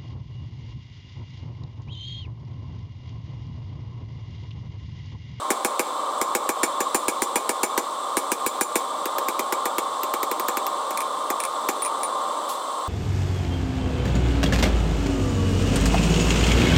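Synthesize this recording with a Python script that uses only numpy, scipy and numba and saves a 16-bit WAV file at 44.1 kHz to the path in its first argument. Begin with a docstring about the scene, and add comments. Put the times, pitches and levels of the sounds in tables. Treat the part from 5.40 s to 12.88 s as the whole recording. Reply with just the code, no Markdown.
"""Forging at the anvil

A smith draws out a hot steel bar on an anvil and stump: three runs of heavy blows, then quick light ones.
Enveloped noise makes snapping and crushed scale; decaying modes make thud, clank and metallic ring.
Towards the end the hammer bounces on the bare anvil face, and a wire brush scrapes as it is lifted.
Filtered, fluttering noise makes the gas forge's steady roar, which a limiter ducks at each loud blow.
"""
import sys
import numpy as np
from scipy import signal
from scipy.fft import rfft, irfft
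from scipy.io import wavfile
from scipy.ndimage import uniform_filter1d, minimum_filter1d
from numba import njit

SR = 44100
rng = np.random.default_rng(int(sys.argv[2]) if len(sys.argv) > 2 else 0)


def output_pcm(signal):
    """Save a mono or channel-first signal as 16-bit PCM at the path in sys.argv[1].

    Samples are clipped to [-1, 1] before scaling.
    """
    pcm = np.clip(np.atleast_2d(signal).T, -1, 1) * 32767
    wavfile.write(sys.argv[1], SR, np.round(pcm).astype(np.int16))


N = 329868
T = np.arange(int(.3 * SR)) / SR  # time within one hit, s

# broad spectrum of the forge, before overall scaling: frequency_hz, level_db
FORGE_SPECTRUM = [(30, -86), (100, -54), (170, -32.5), (250, -22.5), (480, -17.5), (850, -12.5), (1220, -7),
                  (1480, -24), (2450, -38), (3700, -23), (5000, -34), (9000, -34), (11200, -48),
                  (15700, -46.5)]
# resonances of forge chamber and burner jets: centre_hz, full_width_at_half_lift_hz, lift_db
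FORGE_RESONANCES = [(302, 61, 3.5), (571, 217, 7.5), (667, 35, -7.5), (781, 22, 7.5), (930, 69, 5.5),
                    (1067.3, 81.4, 10), (1183, 77, 4.5), (1410, 11.5, 7.5), (2046, 67, 6), (2275, 65, 9.5),
                    (2740, 68, 5.5), (3120, 62, 8), (3487, 58, 9.5), (7450, 97, 8.5), (7676, 204, 13.5),
                    (8476, 105, 14.5), (8730, 190, 9), (10160, 170, 12.5), (10500, 180, 6),
                    (12080, 260, 13.5)]
# blows on the hot bar: start_s, force_db, depth (0-1, how far the hammer sinks in)
BLOWS_ON_BAR = [(.104, 1.5, 0.75), (0.2474, 0, 0.85), (.394, 2, 0.7), (0.8141, 0, 0.6), (.950, 2.5, 0.8),
                (1.091, 1, 0.71), (1.232, 0, 0.88), (1.404, -6, .75), (1.546, 1.5, 0.97),
                (1.682, -0.5, 0.97), (1.8199, -0.5, 0.9), (1.957, -1.5, 0.97), (2.092, -0.5, 0.9),
                (2.232, 1, 0.97), (2.377, 3.5, 0.37), (2.769, 0, 0.92), (2.9172, 1, 0.9),
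                (3.0631, -0.5, 0.98), (3.210, 2, 1), (3.356, -1, 0.95), (3.656, -8.5, 0.16),
                (3.7832, -7.5, 0.07), (3.8846, -4.5, 0.16), (3.9925, -4, .25), (4.124, -3.5, .2),
                (4.255, -5, .3), (4.3824, -2.5, 0), (4.6329, -10, 0), (4.738, -7, 0.14), (4.83, -6, 0),
                (4.9135, -6, 0.04), (4.997, -9.5, 0.03), (5.084, -3, 0), (5.1704, -5.5, 0.05),
                (5.2664, -14, 0), (5.507, -17, 0.6), (5.902, -5, 0.22), (6.2873, 1, 0.3)]
# ring of the chain-damped anvil: frequency_hz, relative_level_db, t60_s
ANVIL_MODES = [(7140, -5, .07), (7200, 0, .12), (7982, -4, .09), (8650, -10, .05), (8950, -10, .05),
               (11880, -7, .09)]
# ring of the hammer head before the grip damps it: frequency_hz, relative_level_db, t60_s
HAMMER_MODES = [(9330, -9, .06), (9415, -4, .09), (9470, -4, .09), (9515, 0, .1), (15275, -8, .09)]
# anvil and stump, struck through the soft bar: frequency_hz, relative_level_db, t60_s
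THUD_MODES = [(250, -6, 0.087), (286, 3.5, 0.021), (365, 6.5, 0.044), (404, 2, 0.053), (484, 0.5, 0.098),
              (670.4, -8, 0.15), (822.5, 1.5, 0.087), (885, 2, 0.063), (938, -7, 0.093), (950, -11, 0.069),
              (1200, -30, 0.087)]
# bar, tongs and hammer handle: frequency_hz, relative_level_db, t60_s
CLANK_MODES = [(1450, -4, .05), (1530, -6, .05), (1635, 2, .06), (1730, -4, .05), (1830, -7, .05),
               (2055, -3, .06), (2140, -7, .05), (2250, 2, .08), (2412, -2, .08), (2580, -6, .05),
               (2830, -11, .05)]
# hammer drops on the bare face: start_s, force_db, first_hop_s, first_hop_loss_db,
# hammer_ring_db (at 0 dB force)
HAMMER_DROPS = [(5.574, 3, .031, 2, -41), (6.002, 0.5, 0.035, 0.5, -28), (6.421, -3.5, .028, 0.3, -22),
                (6.633, -2.5, 0.017, 14, -23)]

# source levels at 0 dB force, dB: (shallow blow, deep blow)
SNAP_DB, CRUSH_DB, HAMMER_DB = (-27, -35), (-27.5, -20.5), (-42, -20)
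THUD_DB, CLANK_DB = (-18.5, -14), (-23.5, -19.5)
STUMP_DB, SLAB_DB = (-34, -24), (-56, -42)
# relative levels, dB: (shallow blow, deep blow)
KNOCK_DB = (7, -4)  # dry knock against the ring within the clank
ANVIL_DB = (-4.5, 0.5)  # anvil ring against the crushed scale
CRUSH_T60_S = (0.056, .085)  # grinding lasts longer in a deep blow (shallow, deep)
SNAP_GROWTH = 0.11  # dB of snap per dB of force: loose scale breaks at almost any touch
SQUASH_S = 0.000978  # from first contact until the load reaches the anvil
GRIP_T60_S = 0.32  # extra damping of the hammer head by hand and handle
HOP_RATIO = .4  # length of each hop against the one before
DROP_TICK_DB, DROP_CLANK_DB = -30, -32  # at 0 dB force
FORGE_DB = -27  # RMS level of the whole roar, ahead of the limiter
TOP_HZ = 15900  # upper edge of the final pass band


def undb(db):
    """Decibel law: 20 dB is a factor of ten in amplitude."""
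    return 10 ** (np.asarray(db) / 20)


def rms(x):
    """Root mean square: the amplitude of equal mean power."""
    return np.sqrt(np.mean(x ** 2))


def fade(t60):
    """Exponential damping: the amplitude falls by 60 dB in t60 seconds."""
    return np.exp(-np.log(1000) * T / t60)


def attack_level(x, db):
    """Onset normalisation: the RMS of the first 256 samples (about 6 ms) is set to db."""
    return x * undb(db) / rms(x[:256])


def band(x, low_hz, high_hz, order=2):
    """Band limitation by a causal Butterworth filter."""
    sos = signal.butter(order, [low_hz, high_hz], "band", fs=SR, output="sos")
    return signal.sosfilt(sos, x)


def add(out, start_s, x):
    """Superposition: a sound is summed into the mix from its start time."""
    i = int(start_s * SR)
    out[i:i + len(x)] += x[:N - i]


def walk(rate_hz):
    """Slow random fluctuation: smoothed random steps, scaled to unit RMS."""
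    k = int(SR / rate_hz)
    steps = np.repeat(rng.standard_normal(N // k + 1), k)
    drift = uniform_filter1d(uniform_filter1d(steps, k), k)[:N]
    return drift / rms(drift)


def burst(low_hz, high_hz, t60, db, order=2):
    """Noise excitation: a dense cloud of grains that decays exponentially within one band."""
    grains = rng.standard_normal(len(T)) * fade(t60)
    return attack_level(band(grains, low_hz, high_hz, order), db)


def ring(modes, scatter_db, detune):
    """Modal vibration: balance varies with the spot struck, and crossing reflections make modes waver."""
    hz, db, t60 = np.transpose(modes)[:, :, None]
    size, shift, phase = rng.standard_normal((3, len(hz), 1))
    noise = rng.standard_normal((2, len(hz), len(T)))
    paths = uniform_filter1d(uniform_filter1d(noise, 220), 220)
    paths *= .55 / rms(paths)
    waver = 1 + paths[0] + 1j * paths[1]  # complex, so amplitude and phase both vary
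    waves = np.imag(waver * np.exp(2j * np.pi * (hz * (1 + detune * shift) * T + phase)))
    return np.sum(undb(db + scatter_db * size) * np.exp(-np.log(1000) * T / t60) * waves, axis=0)


def forge(flutter_db=0.15, swell_db=0.74, hiss_flutter_db=0.2):
    """Turbulent combustion: flame rings the chamber and flutters; gas jets hiss more evenly above it."""
    hz = np.fft.rfftfreq(N, 1 / SR) + 1  # 1 Hz offset keeps the logarithm finite
    points, levels = np.transpose(FORGE_SPECTRUM)
    db = np.interp(np.log(hz), np.log(points), levels)
    for centre, width, lift in FORGE_RESONANCES:
        db = db + lift * 2 ** -((2 * (hz - centre) / width) ** 2)
    gas = rfft(rng.standard_normal(N)) * undb(db)
    low = 1 / (1 + (hz / 2000) ** 4)  # flame below about 2 kHz, jets above
    flame = irfft(gas * low, N) * undb(flutter_db * walk(35) + swell_db * walk(3.35))
    jets = irfft(gas * (1 - low), N) * undb(hiss_flutter_db * walk(13))
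    roar = flame + jets
    return roar * undb(FORGE_DB) / rms(roar)


def snap(db):
    """Brittle fracture: scale cracks at first contact, with a bright edge of splintering."""
    t60 = .014
    middle = burst(2400, 7000, t60, db - 6)
    edge = burst(12300, 15000, t60, db)
    return middle + edge + burst(2400, 16000, t60, db - 7)


def crush(db, ring_db, t60, rise_s=0.00061):
    """Comminution: scale grinds to grit as the hammer sinks in, while the anvil rings."""
    grit = burst(2900, 12600, t60, db) + burst(5440, 8600, t60, db - 4)
    anvil = attack_level(ring(ANVIL_MODES, 3.1, 0.00087), db + ring_db)
    return (grit + anvil) * (1 - np.exp(-T / rise_s))  # exponential onset


def thud(db, push_hz=900, push_width_hz=700, spread=0.0045, shudder_db=-10):
    """Impulsive modal excitation: the blow shoves anvil and stump; phase dispersion spreads the push."""
    body = np.zeros(len(T))
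    for hz, mode_db, t60 in THUD_MODES:
        size, shift = rng.standard_normal(2)
        wave = np.cos(2 * np.pi * hz * (1 + spread * shift) * T)
        body += undb(mode_db + size) * fade(t60) * wave
    body = band(body, 282, 1530, order=4)
    # reversed poles form an all-pass filter; delay is greatest around push_hz
    _, poles = signal.iirpeak(push_hz, push_hz / push_width_hz, fs=SR)
    body = signal.lfilter(poles[::-1], poles, body)
    return attack_level(body, db) + burst(276, 1155, 0.11, db + shudder_db, order=4)


def clank(db, knock_db):
    """Elastic impact: a hard steel knock and the short modal ring of bar and tools."""
    tones = attack_level(ring(CLANK_MODES, 1, .002), 0)
    knock = burst(1440, 2506, 0.0089, knock_db, order=3)
    return attack_level(tones + knock, db)


def blows():
    """Plastic impact: scale snaps, the bar squashes, then the load reaches anvil, stump and floor."""
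    out = np.zeros(N)
    for start_s, force_db, depth in BLOWS_ON_BAR:
        def at_depth(ends):
            """Linear interpolation between a shallow and a deep blow."""
            return np.interp(depth, (0, 1), ends)

        grinding = crush(at_depth(CRUSH_DB), at_depth(ANVIL_DB), at_depth(CRUSH_T60_S))
        hammer = ring(HAMMER_MODES, 1.9, 0.00016) * fade(GRIP_T60_S)
        hammer = attack_level(hammer, at_depth(HAMMER_DB))
        stump = attack_level(band(fade(0.0059), 208, 326, order=3), at_depth(STUMP_DB))
        slab = attack_level(band(fade(0.0036), 17, 220, order=1), at_depth(SLAB_DB))
        contact = snap(at_depth(SNAP_DB) + SNAP_GROWTH * force_db)
        load = thud(at_depth(THUD_DB)) + clank(at_depth(CLANK_DB), at_depth(KNOCK_DB)) + stump + slab
        add(out, start_s, contact + undb(force_db) * (grinding + hammer))
        add(out, start_s + SQUASH_S, undb(force_db) * load)
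    return out


def drops(count=3):
    """Restitution: ever shorter, weaker hops on the bare face; each hard contact rings the hammer head."""
    out = np.zeros(N)
    for start_s, force_db, hop_s, loss_db, hammer_db in HAMMER_DROPS:
        for k in range(count):
            knock = attack_level(band(clank(0, 4.3), 1840, 2800), DROP_CLANK_DB)
            tick = burst(4000, 12500, 0.015, DROP_TICK_DB)
            head = ring(HAMMER_MODES, 1.5, 0.00096) * fade(GRIP_T60_S)
            head = attack_level(band(head, 6000, 12300), hammer_db)
            add(out, start_s, undb(force_db - loss_db * k ** 2) * (tick + knock + head))
            start_s += hop_s * HOP_RATIO ** k
    return out


def brush(start_s=7.088, db=-35, rise_s=0.0045):
    """Friction noise: wire bristles scrape briefly as the brush is lifted."""
    out = np.zeros(N)
    scrape = burst(4000, 14000, 0.088, db) + burst(2600, 14000, 0.25, db + 2.5)
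    add(out, start_s, scrape * (1 - np.exp(-T / rise_s)))
    return out


def workshop(x, gap_s=0.0044):
    """Diffuse reflection: floor and nearby clutter scatter the hits, and a short, weak tail follows."""
    echo = np.zeros(len(T))
    for db, t60 in ((-9, 0.05), (-16, 0.32)):  # early scatter, late tail
        tail = rng.standard_normal(len(T)) * fade(t60) * (T > gap_s)
        echo += undb(db) * tail / np.linalg.norm(tail)
    return x + signal.fftconvolve(x, band(echo, 430, 14400, order=1))[:N]


def scene():
    """Superposition: the reflected hits and scrape are added to the direct roar of the forge."""
    return (workshop(blows() + drops() + brush()) + forge())[None]


@njit
def follow(x, rise, fall):
    """Envelope detection: one-pole smoothing with separate attack and release."""
    env, e = np.empty(len(x)), 0.
    for i in range(len(x)):
        e += (abs(x[i]) - e) * (rise if abs(x[i]) > e else fall)
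        env[i] = e
    return env


def record(dry, limit_db=-8, release_s=0.093):
    """Dynamic limiting: look-ahead gain catches loud blows and recovers gradually; the top is cut."""
    env = follow(dry[0], 0.73, 1 / (release_s * SR))
    gain = np.minimum(1, undb(limit_db) / (env + 1e-9))
    # centred windows lower the gain just before each peak
    gain = uniform_filter1d(minimum_filter1d(gain, size=33), size=33)
    limited = .7 * np.tanh(dry * gain / .7)  # soft saturation
    return signal.sosfilt(signal.ellip(8, .2, 70, TOP_HZ, fs=SR, output="sos"), limited)


dry = scene()
out = record(dry)
output_pcm(out)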